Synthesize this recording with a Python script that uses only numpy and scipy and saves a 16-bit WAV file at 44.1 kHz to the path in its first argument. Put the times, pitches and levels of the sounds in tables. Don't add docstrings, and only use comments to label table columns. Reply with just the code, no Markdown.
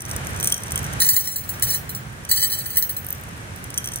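import sys
import numpy as np
from scipy import signal
from scipy.fft import rfft, irfft
from scipy.io import wavfile

SR = 44100
rng = np.random.default_rng(int(sys.argv[2]) if len(sys.argv) > 2 else 0)


def store_wav(level_fs):
    pcm = np.round(np.clip(np.atleast_2d(level_fs), -1, 1) * 32767)
    wavfile.write(sys.argv[1], SR, pcm.T.astype(np.int16))


N = 176400
TIME = np.arange(N) / SR
FREQS = np.maximum(np.arange(N // 2 + 1) * SR / N, 1)

# (time [s], level [dB], high tones against low ones [dB])
LANDING_HITS = [(1.002, -12.5, 1), (1.017, -11, -3), (1.046, -18, -1), (1.065, -18, 4), (1.088, -9.5, 0),
                (1.134, -17.5, 4.5), (1.165, -13.5, 1), (1.207, -26.5, -6), (1.254, -30, -3),
                (1.273, -22, 0.5), (1.359, -19.5, 3.5), (1.491, -21.5, 2), (1.623, -13.5, 3),
                (1.684, -28, 2), (1.704, -19, 5), (1.745, -17.5, 1), (1.892, -25.5, 4), (1.949, -26, 3.5),
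                (2.293, -21, 3), (2.313, -9, 5), (2.362, -17.5, 1), (2.372, -19.5, -10), (2.417, -19.5, 7),
                (2.427, -16, -2), (2.438, -14.5, 6), (2.445, -20, -5), (2.5, -25.5, 1), (2.518, -21.5, 2),
                (2.587, -22, 6), (2.659, -23.5, 3.5), (2.703, -24.5, 6), (2.757, -25, 6),
                (2.77, -10.5, 4.5), (2.782, -23, 7), (2.8245, -15.5, 3.5), (2.893, -19.5, 3),
                (2.966, -22.5, 13)]
# (time [s], level [dB])
BOUNCE_LEVELS = [
    [(1.01, -24), (1.13, -23.5), (1.3, -34.5), (1.55, -42.5)],
    [(1.63, -24), (1.74, -26), (1.8, -32.5)],
    [(2.3, -28.5), (2.44, -25.5), (2.55, -28.5), (2.63, -42), (2.8, -32.5)],
]
# (pitch [Hz], level if hit near the middle [dB], level if hit nearer the edge [dB])
SIGN_TONES = [(1750, -16, -12), (1860, -15, -11), (1985, -13, -12), (3090, -15, -10), (3822, -19, -22),
              (4089, -9, -7), (4514, -10, -6), (4580, -19, -15), (5595, -7, -9), (6205, -15, -14),
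              (6772, -18, -16), (7080, -16, -25), (7192, -8, -23), (8017, -13, -7), (8322, -24, -13),
              (8796, -19, -18), (9087, -14, -15), (9192, -16, -12), (9444, -11, -12), (9743, -5, -13),
              (10929, -15, -6), (11615, -8, -7), (11735, -9, -4), (12683, -16, -12), (13035, -2, -5),
              (13555, -15, -11), (14331, -13, -13), (14680, -1, -1), (15119, -12, -7), (15557, -11, -13),
              (15627, 0, -2)]
SIGN_T60_S, PIVOT_HZ = 0.14, 11600
SIGN_RISE_S = 0.0003
SIGN_DB, SIGN_SPREAD_DB = 3.5, 5
EDGE_FROM_S = 2.2


def steel_sign():
    bounces = np.vstack([patter(pour, per_s=130) for pour in BOUNCE_LEVELS])
    bounces = np.column_stack([bounces, np.zeros(len(bounces))])
    times, db, bright_db = np.vstack([LANDING_HITS, bounces]).T
    pitches, middle_db, edge_db = np.transpose(SIGN_TONES)
    place_db = np.where(times[:, None] > EDGE_FROM_S, edge_db, middle_db)
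    tilt = np.tanh((pitches - PIVOT_HZ) / 1000) / 2
    shares = strengths(place_db + np.outer(bright_db, tilt), SIGN_SPREAD_DB)
    sizes = shares.T / np.linalg.norm(shares, axis=1) * from_db(db + SIGN_DB)
    tick = crack(times, db - 2, t60=0.005)
    grit = crack(times, db - 29.5, t60=0.059)
    sound = tick + grit
    for hz, size in zip(pitches, sizes):
        t60 = SIGN_T60_S * (hz / PIVOT_HZ) ** 0.32
        sound += ring(times, size, hz, t60, SIGN_RISE_S)
        for side in (-1, 1):
            split_size = size * strengths(np.full(len(times), -11.5), SIGN_SPREAD_DB)
            split_hz = hz * (1 + side * 0.0084 * (.5 + rng.random()))
            sound += ring(times, split_size, split_hz, t60=0.064, rise_s=SIGN_RISE_S)
    return sound


# (time [s], level [dB])
KNOCKS = [(.1125, -14), (.1635, -16), (.247, -28), (.27, -21.5), (.39, -28), (.428, -12), (.4385, -14),
          (.4443, -6.5), (.473, -2), (.487, -17), (.502, -15), (.5225, -2), (.543, -13.5), (.635, -18),
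          (.708, -22), (.72, -12), (.758, -11.5), (.777, -13.5), (.929, -25.5), (.935, -20.5), (1.037, -24),
          (1.597, -24), (2.251, -25), (3.56, -26), (3.641, -23.5), (3.703, -21), (3.742, -20.5),
          (3.777, -11), (3.7825, -13.5), (3.858, -17.5), (3.874, -17), (3.887, -23), (3.938, -20),
          (3.959, -15.5)]
# (time [s], level [dB])
STIR_LEVEL = [(0, -21.5), (.25, -40), (.4, -21.5), (.5, -18), (.64, -33), (.8, -24), (1.0, -28), (1.4, -38),
              (2.2, -45.5), (2.3, -19), (2.5, -30), (3.3, -41), (3.72, -45), (3.85, -25.5), (4, -28)]
# (pitch [Hz], level [dB], t60 [s])
CUP_TONES = [(3194, -7, 0.049), (5910, 3, 0.018), (6730, -19, 0.008), (8100, -9, 0.026), (9720, -7, 0.028),
             (11520, 9, 0.0067)]


def shaken_cup():
    times, db = np.vstack([KNOCKS, patter(STIR_LEVEL, per_s=70)]).T
    return cup_ring(times, db - 15, CUP_TONES) + crack(times, db - 3.5)


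# (time [s], level [dB])
SETTLING_CLICKS = [(3.046, -29), (3.066, -27.5), (3.087, -25.5), (3.105, -24), (3.127, -27.5), (3.149, -31),
                   (3.212, -36), (3.237, -36.5)]
# (pitch [Hz], level [dB], t60 [s])
UPRIGHT_TONES = [(9640, -10, 0.012), (14100, -4, 0.014), (14600, -5.5, 0.014)]


def settling_pebbles():
    times, db = np.transpose(SETTLING_CLICKS)
    return cup_ring(times, db + 7.5, UPRIGHT_TONES) + crack(times, db - 5)


def cup_ring(times, db, tones):
    return sum(ring(times, strengths(db + tone_db, spread_db=9.5), hz, t60)
               for hz, tone_db, t60 in tones)


# (frequency [Hz], relative level [dB])
CRACK_COLOUR = [(400, -69), (1500, -9), (3200, -14), (4900, -9.5), (6000, 15.5), (7000, -7.5), (8800, 14),
                (10600, 6.5), (11700, 1), (13000, 0), (15000, 13), (16500, -66)]


def crack(times, db, t60=0.016):
    energy_kept = from_db(-120 / (t60 * SR))
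    energy = signal.lfilter([1], [1, -energy_kept], clicks(times, from_db(db) ** 2))
    return np.sqrt(energy) * noise(CRACK_COLOUR)


# (frequency [Hz], phase lag [rad])
RIGHT_LAG = [(0, 0), (1000, 2.2), (1800, 1.8), (2700, 3), (3700, 2.6), (4100, .8), (5000, 3), (7500, 5.9),
             (8800, 6.4), (12500, 9.5), (16500, 12.6)]


def microphone_pair(stones):
    right = irfft(rfft(stones) * np.exp(-1j * curve(RIGHT_LAG, FREQS)), N)
    return np.array([stones, right])


def echoes(stones, level_db=-14, t60=0.35, delay_s=0.0016):
    t = TIME[:SR // 4]
    spray = rng.standard_normal((2, len(t))) * from_db(-60 * t / t60) * (t > delay_s)
    spray /= np.linalg.norm(spray, axis=1, keepdims=True)
    return from_db(level_db) * signal.fftconvolve(stones[None], spray, axes=1)[:, :N]


# (frequency [Hz], relative level [dB])
AIR_COLOUR = [(20, -47), (38, -17), (58, -5), (115, 0.5), (170, -6), (250, -11), (450, -11.5),
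              (1000, -12.5), (1600, -9), (2600, -16.5), (4500, -25), (9000, -23.5), (15500, -38.5),
              (16300, -55)]
# (frequency [Hz], likeness [-1 to 1])
SIDE_LIKENESS = [(100, 1), (330, 0.6), (600, 0.25), (1200, -0.38), (2000, -0.38), (3100, -0.061),
                 (6000, -0.19)]
# (time [s], level [dB])
RUMBLE_CURVE = [(0, -38), (.12, -31.5), (.47, -31), (.6, -38), (.73, -31.5), (1.0, -31.5), (1.1, -41),
                (1.35, -42.5), (1.55, -35), (2.9, -41), (3.35, -36), (4, -37.5)]
# (time [s], level [dB])
HISS_CURVE = [(0, -49.5), (.12, -39.5), (.45, -39), (.58, -44), (.74, -39), (1.0, -38.5), (1.1, -46),
              (1.35, -50.5), (1.55, -42.5), (2.1, -46.5), (2.9, -47), (3.35, -45), (4, -45)]
RUMBLE_DB, HISS_DB, RUMBLE_TOP_HZ, AIR_PAN_DB = 5.5, 7.5, 240, 1.63


def outdoors():
    alike = at_hz(SIDE_LIKENESS)
    sides = np.array([[-1], [1]])
    shared = np.sqrt((1 + alike) / 2) * rfft(noise(AIR_COLOUR))
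    opposed = np.sqrt((1 - alike) / 2) * rfft(noise(AIR_COLOUR))
    air = (shared + sides * opposed) * from_db(sides * AIR_PAN_DB * np.maximum(alike, 0))
    low = 1 / (1 + (FREQS / RUMBLE_TOP_HZ) ** 4)
    rumble = irfft(air * low, N) * from_db(RUMBLE_DB + curve(RUMBLE_CURVE, TIME))
    hiss = irfft(air * (1 - low), N) * from_db(HISS_DB + curve(HISS_CURVE, TIME))
    return rumble + hiss


def patter(level, per_s):
    start, end = level[0][0], level[-1][0]
    times = TIME[(rng.random(N) < per_s / SR) & (TIME > start) & (TIME < end)]
    softness = rng.standard_normal(N)[(times * SR).astype(int)]
    return np.column_stack([times, curve(level, times) - 1.5 * np.minimum(softness, 2)])


def strengths(db, spread_db):
    draw = rng.standard_normal(np.shape(db) + (2,))
    return from_db(db + spread_db * np.clip(draw[..., 0], -2, 1)) * np.sign(draw[..., 1])


def ring(times, sizes, hz, t60, rise_s=0):
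    hits = clicks(times, sizes)
    step = 2 * np.pi * hz / SR

    def sine(kept):
        return signal.lfilter([0, np.sin(step)], [1, -2 * kept * np.cos(step), kept * kept], hits)

    tone = sine(from_db(-60 / (t60 * SR)))
    return tone - sine(np.exp(-1 / (rise_s * SR))) if rise_s else tone


def clicks(times, sizes):
    return np.bincount(np.clip((times * SR).astype(int), 0, N - 1), sizes, N) + 1e-18


def noise(colour):
    x = irfft(rfft(rng.standard_normal(N)) * from_db(at_hz(colour)), N)
    return x / x.std()


def at_hz(points):
    hz, value = np.transpose(points)
    return np.interp(np.log(FREQS), np.log(hz), value)


def curve(rows, at):
    return np.interp(at, *np.transpose(rows))


def from_db(db):
    return 10 ** (np.asarray(db) / 20)


def scene():
    stones = shaken_cup() + settling_pebbles() + steel_sign()
    return microphone_pair(stones) + echoes(stones) + outdoors()


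def record(dry, cutoff_hz=17100):
    rounded = .9 * np.tanh(dry / .9)
    return signal.sosfilt(signal.cheby2(16, 60, cutoff_hz, fs=SR, output="sos"), rounded)


dry = scene()
out = record(dry)
store_wav(out)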